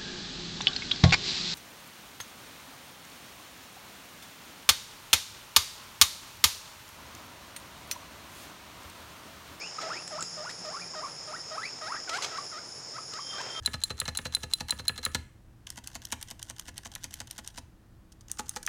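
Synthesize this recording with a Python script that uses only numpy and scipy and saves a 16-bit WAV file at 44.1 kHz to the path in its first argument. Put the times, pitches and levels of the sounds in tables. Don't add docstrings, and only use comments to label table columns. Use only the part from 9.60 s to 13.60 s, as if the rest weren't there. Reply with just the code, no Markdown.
import sys
import numpy as np
from scipy import signal
from scipy.fft import rfft, irfft
from scipy.io import wavfile
from scipy.ndimage import uniform_filter1d

SR = 44100
rng = np.random.default_rng(int(sys.argv[2]) if len(sys.argv) > 2 else 0)


def generate_wav(sig):
    pcm = np.round(np.clip(np.atleast_2d(sig).T, -1, 1) * 32767).astype(np.int16)
    wavfile.write(sys.argv[1], SR, pcm)


N = 176400
TIME, FREQ = np.arange(N) / SR, np.fft.rfftfreq(N, 1 / SR)


def amp(db):
    return 10 ** (np.asarray(db) / 20)


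def unit(x):
    return x / np.sqrt(np.mean(x ** 2) + 1e-20)


def curve(rows, t, column=1):
    rows = np.array(rows, float)
    return np.interp(t, rows[:, 0], rows[:, column])


def colour(points, hz):
    f, db = np.transpose(points)
    return amp(np.interp(np.log(hz + 1), np.log(f), db))


def noise(points):
    return unit(irfft(rfft(rng.standard_normal(N)) * colour(points, FREQ), N))


def wander(rate_hz):
    return unit(irfft(rfft(rng.standard_normal(N)) / (1 + (FREQ / rate_hz) ** 4) * (FREQ > 0), N))


def phase(hz):
    return 2 * np.pi * np.cumsum(hz) / SR


def gate(t, start, end, edge):
    return np.clip((t - start) / edge + .5, 0, 1) * np.clip((end - t) / edge + .5, 0, 1)


def guinea_pig():
    # time in seconds, pitch in Hz, level in dB.
    squeals = [
        [(0.0, 2144, -37.5), (0.082, 3010, -48.5)],
        [(0.23, 649.6, -39.5), (0.275, 643, -40), (0.292, 833, -43), (0.306, 1160, -39), (0.34, 1794, -37.5),
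         (0.352, 2015, -51), (0.366, 2340, -41), (0.405, 2740, -55)],
        [(0.507, 892, -47), (0.522, 636, -40), (0.55, 591, -39.5), (0.575, 670, -42), (0.597, 1394, -41),
         (0.611, 1232, -36.5), (0.625, 1756, -40.5), (0.634, 1700, -51)],
        [(0.76, 716, -57), (0.782, 612, -41), (0.815, 602, -45), (0.84, 685, -44.5), (0.857, 981, -45.5),
         (0.87, 1477, -34.5), (0.884, 1400, -40.5), (0.905, 2220, -44.5)],
        [(1.03, 893, -60), (1.052, 625.4, -43.5), (1.085, 603, -41), (1.122, 810, -48.5), (1.138, 1180, -44),
         (1.153, 1046, -40.5), (1.172, 1360, -40), (1.192, 1480, -50), (1.22, 2450, -47), (1.235, 2360, -46)],
        [(1.337, 1158, -45), (1.356, 625, -41.5), (1.395, 616, -39.5), (1.415, 717, -48), (1.441, 1208, -36.5),
         (1.461, 1057, -39), (1.48, 1350, -38.5), (1.49, 1210, -48)],
        [(1.675, 620, -44), (1.708, 612, -44), (1.727, 791, -47), (1.738, 1262, -38), (1.752, 1455, -45),
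         (1.766, 1935, -46), (1.778, 1870, -55)],
        [(1.903, 756, -55), (1.918, 619.6, -40.5), (1.948, 630, -40.5), (1.968, 833, -44), (1.985, 1280, -36.5),
         (2.005, 1370, -44), (2.058, 2370, -38), (2.1, 2810, -60)],
        [(2.207, 973, -52), (2.22, 617, -40.5), (2.265, 640, -40), (2.312, 1053, -39), (2.322, 1190, -32.5),
         (2.33, 1384, -42), (2.35, 1392, -38), (2.375, 1865, -40.5), (2.392, 1980, -61)],
        [(2.475, 787, -41), (2.495, 671, -41), (2.52, 635, -38.5), (2.548, 720, -32), (2.58, 880, -41.5),
         (2.59, 1170, -31), (2.602, 930, -72)],
        [(2.715, 711, -47), (2.735, 638, -44.5), (2.76, 655, -39.5), (2.779, 823, -46.5), (2.788, 1207, -31.5),
         (2.798, 1100, -44)],
        [(2.915, 750, -52), (2.932, 625, -44), (2.962, 612, -43.5), (2.985, 697, -41.5), (2.996, 800, -51)],
        [(3.33, 596, -56), (3.365, 660.6, -41), (3.378, 865, -48), (3.387, 1196, -30), (3.398, 1390, -56)],
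        [(3.52, 720, -51), (3.537, 602, -48), (3.57, 648, -41), (3.586, 870, -47.5), (3.595, 1160, -34),
         (3.605, 1120, -45)],
        [(3.728, 690, -45), (3.745, 568, -44.5), (3.775, 616, -50), (3.787, 793, -39), (3.803, 795, -40),
         (3.809, 1030, -36.5), (3.817, 1024, -43)],
        [(3.95, 673, -45.5), (4.0, 629, -43.5)],
    ]
    # start in seconds, length in seconds, pitch in Hz, level in dB.
    yips = [(0.185, 0.0087, 1266, -32)]
    # time in seconds, gain of the low fundamental in dB.
    chest = [(1.1, 4), (1.4, 0), (1.9, 2), (2.3, -7), (3, -12)]
    # centre in seconds, half length in seconds, relative pitch jitter.
    hoarse_spells = [(2.347, .02, .14)]
    # gain of a harmonic in dB before filtering, fundamental first.
    harmonics_db = [0, 0, -9.5, -20, -17, -16, -19]
    # frequency in Hz, gain in dB.
    resonance = [(2200, -19), (3200, -18), (3900, -14), (4650, -5), (5000, -7), (6000, -16)]
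    # frequency in Hz, gain in dB.
    air_spectrum = [(200, -20), (500, -7), (1400, -1), (4000, -8), (11000, -32)]
    chest_top_hz, throat_top_hz, air_top_hz = 1138, 6560, 825
    edge_s, wobble_hz = .005, 140
    out, air = np.zeros(N), noise(air_spectrum) * amp(-14)
    hoarse = sum(depth * np.exp(-((TIME - s) / half) ** 2) for s, half, depth in hoarse_spells)
    jitter = .007 * wander(wobble_hz) + hoarse * wander(600)
    shimmer = 1 + .14 * wander(wobble_hz) + 5 * hoarse * wander(600)
    rasp, crack = .025 * wander(2 * wobble_hz), .35 * wander(wobble_hz / 2)
    k = np.arange(len(harmonics_db))[:, None] + 1
    for call in squeals:
        opening = gate(TIME, call[0][0], call[-1][0], edge_s)
        on = opening > 0
        t = TIME[on]
        hz = uniform_filter1d(curve(call, t), size=260)
        low = np.clip((chest_top_hz - hz) / 400, 0, 1)
        high = 1 - low
        partials = amp(harmonics_db)[:, None] / (1 + (k * hz / throat_top_hz) ** 8)
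        partials[0] *= amp(curve(chest, t) * low)
        partials[1:] *= colour(resonance, 2 * hz) ** high
        partials[2:] *= low ** 2
        partials /= np.sqrt((partials ** 2).sum(0) / 2)
        rough_hz = hz * (1 + jitter[on] + high * rasp[on])
        voice = (partials * np.sin(k * phase(rough_hz))).sum(0) * (shimmer[on] + high * crack[on])
        breath = air[on] * (1 + low) / 2 * np.minimum(air_top_hz / hz, 1)
        out[on] += opening[on] * amp(curve(call, t, column=2)) * (voice + breath)
    for start, length, hz, db in yips:
        voice = np.sqrt(2) * np.sin(phase(hz * (1 + jitter)))
        out += gate(TIME, start, start + length, edge_s / 2) * amp(db) * (voice + air)
    return out


def cage_wires():
    # start in seconds, level in dB, ring frequency in Hz.
    ticks = [(0.476, -31.5, 7500), (0.607, -29.5, 7400), (0.6245, -22.5, 7200), (.899, -35, 4400),
             (1.0565, -38, 4200), (2.842, -38, 7400)]
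    # frequency in Hz, gain in dB.
    snap_spectrum = [(500, -6.5), (8000, -5), (12500, -27)]
    rise_s, decay_s = .0017, .0029
    snap, ring = amp(-3) * noise(snap_spectrum), np.sqrt(2) * wander(550)
    out = np.zeros(N)
    for start, db, hz in ticks:
        envelope = np.clip((TIME - start) / rise_s, 0, 1) * np.exp(-abs(TIME - start) / decay_s)
        out += amp(db) * envelope * (snap + ring * np.sin(2 * np.pi * hz * TIME))
    return out


def bedding():
    # start in seconds, length in seconds, level in dB.
    scuffs = [(0.211, 0.019, -43), (0.892, 0.023, -42.5), (2.4918, 0.005, -31), (2.53, 0.044, -37.5),
              (2.621, 0.019, -32), (2.643, 0.0085, -33.5), (2.772, 0.0036, -40), (3.533, 0.0063, -40.5),
              (3.807, 0.01, -40)]
    # time in seconds, level in dB.
    shuffle_levels = [(.14, -50.5), (.22, -43.5), (.38, -47.5), (.5, -53), (2.44, -53.5), (2.52, -49.5),
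                      (2.66, -41.5), (2.9, -55.5), (3.6, -62), (3.81, -43), (4, -48.5)]
    # frequency in Hz, gain in dB.
    scuff_spectrum = [(150, -18), (450, 0.5), (4000, 3.5), (6500, 3.5), (11000, -18), (16000, -31)]
    shuffle_spectrum = [(120, -17.5), (400, 6.5), (1400, 5), (7000, -9.5), (12000, -33)]
    rise_s, fall_s = .0025, .0055
    envelope = np.zeros(N)
    for start, length, db in scuffs:
        rise = np.clip((TIME - start) / rise_s, 0, 1)
        envelope += amp(db) * rise * np.exp(-np.maximum(TIME - start - length, 0) / fall_s)
    grain = unit(amp(2 * wander(76)))
    scuffing = envelope * noise(scuff_spectrum)
    return grain * (scuffing + amp(curve(shuffle_levels, TIME)) * noise(shuffle_spectrum))


def near_cricket():
    chirp_ends = [0.534, 0.754, 1.02, 1.281, 1.57, 1.823, 2.089, 2.369, 2.646, 2.924, 3.201, 3.5, 3.759,
                  4.06]
    chirp_s, strokes_per_s, onset_s = .165, 97, .029
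    top_hz, stroke_sag_hz, onset_sag_hz = 10220, 514, 620
    out, t = np.zeros(N), np.arange(int(chirp_s * SR)) / SR
    stroke = t * strokes_per_s % 1
    onset = np.exp(-t / onset_s)
    jitter_hz = 170 * wander(400)
    for end in chirp_ends:
        at = int(end * SR) - len(t) + np.arange(len(t))
        hz = top_hz - stroke_sag_hz * stroke ** 2 - onset_sag_hz * onset + jitter_hz[at % N]
        chirp = unit(np.sin(np.pi * stroke) * (1 - .58 * onset) * np.sin(phase(hz)))
        out[at[at < N]] += amp(-60.5) * chirp[at < N]
    return out


def whine():
    # time in seconds, level in dB.
    levels = [(3.6, -60), (3.71, -46), (3.78, -48), (3.81, -58), (3.86, -58), (3.95, -43)]
    # frequency in Hz, relative level in dB.
    partials = [(3175, 2), (3565, -13), (6350, -17)]
    tone = np.zeros(N)
    for hz, db in partials:
        flutter = amp(db + 2 * wander(22)) * (1 + .39 * wander(110))
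        tone += flutter * np.sin(phase(hz * (1 + .0043 * wander(110))))
    return np.sqrt(2) * tone * amp(curve(levels, TIME)) * (TIME > levels[0][0])


def insect_chorus():
    # frequency in Hz, relative spectral density in dB.
    spectrum = [(4200, -26.5), (4550, -16), (4950, -3), (5200, 3), (5420, 0.5), (5700, -8.5), (6080, -17.5),
                (6380, -8.5), (6950, -7), (7500, -20.5), (8100, -79), (9100, -26), (9900, -24.5),
                (10700, -45.5)]
    trill_hz = 8640
    hiss = noise(spectrum) * amp(-43 + .95 * wander(4.7) + .7 * wander(100))
    trill = unit(wander(190) * np.sin(2 * np.pi * trill_hz * TIME))
    return hiss + amp(-66.5) * trill


def street():
    # time in seconds, pitch in Hz, level in dB.
    engine = [(0, 173.3, -60), (1.25, 169.9, -59), (2.6, 135, -78), (3.25, 125.9, -61), (4, 121.6, -68)]
    # frequency in Hz, relative spectral density in dB.
    air_spectrum = [(22, -40), (55, -9.5), (120, 3.5), (220, -1.5), (500, 0.5), (1250, -4.5), (3200, -14),
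                    (8000, -15), (12000, -33)]
    hz = curve(engine, TIME) * (1 + .0328 * wander(13.8))
    hum = unit(np.sin(phase(hz)) * (1 + .7 * wander(12.5)))
    air = noise(air_spectrum) * amp(-52 + 1.07 * wander(12))
    return air + hum * amp(curve(engine, TIME, column=2))


def yard(x):
    t60_s, tail_db = .28, -10
    t = TIME[:SR // 2]
    tail = rng.standard_normal(len(t)) * amp(-60 * t / t60_s) * (t > .008)
    response = amp(tail_db) * tail / np.linalg.norm(tail)
    response[0] = 1
    return signal.fftconvolve(x, response)[:N]


def scene():
    # frequency in Hz, gain of the side signal in dB.
    spread = [(250, -21.5), (1000, -29.5), (4500, -39.5), (8500, -8.5)]
    mid = yard(guinea_pig() + cage_wires() + bedding() + near_cricket() + whine())
    mid += insect_chorus() + street()
    side = irfft(rfft(insect_chorus() + street()) * colour(spread, FREQ), N)
    return np.array([mid + side, mid - side])


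def record(dry):
    lowpass = signal.firwin(511, cutoff=15720, window=("kaiser", 9), fs=SR)
    return signal.oaconvolve(dry, lowpass[None], "same")


dry = scene()
out = record(dry)
generate_wav(out)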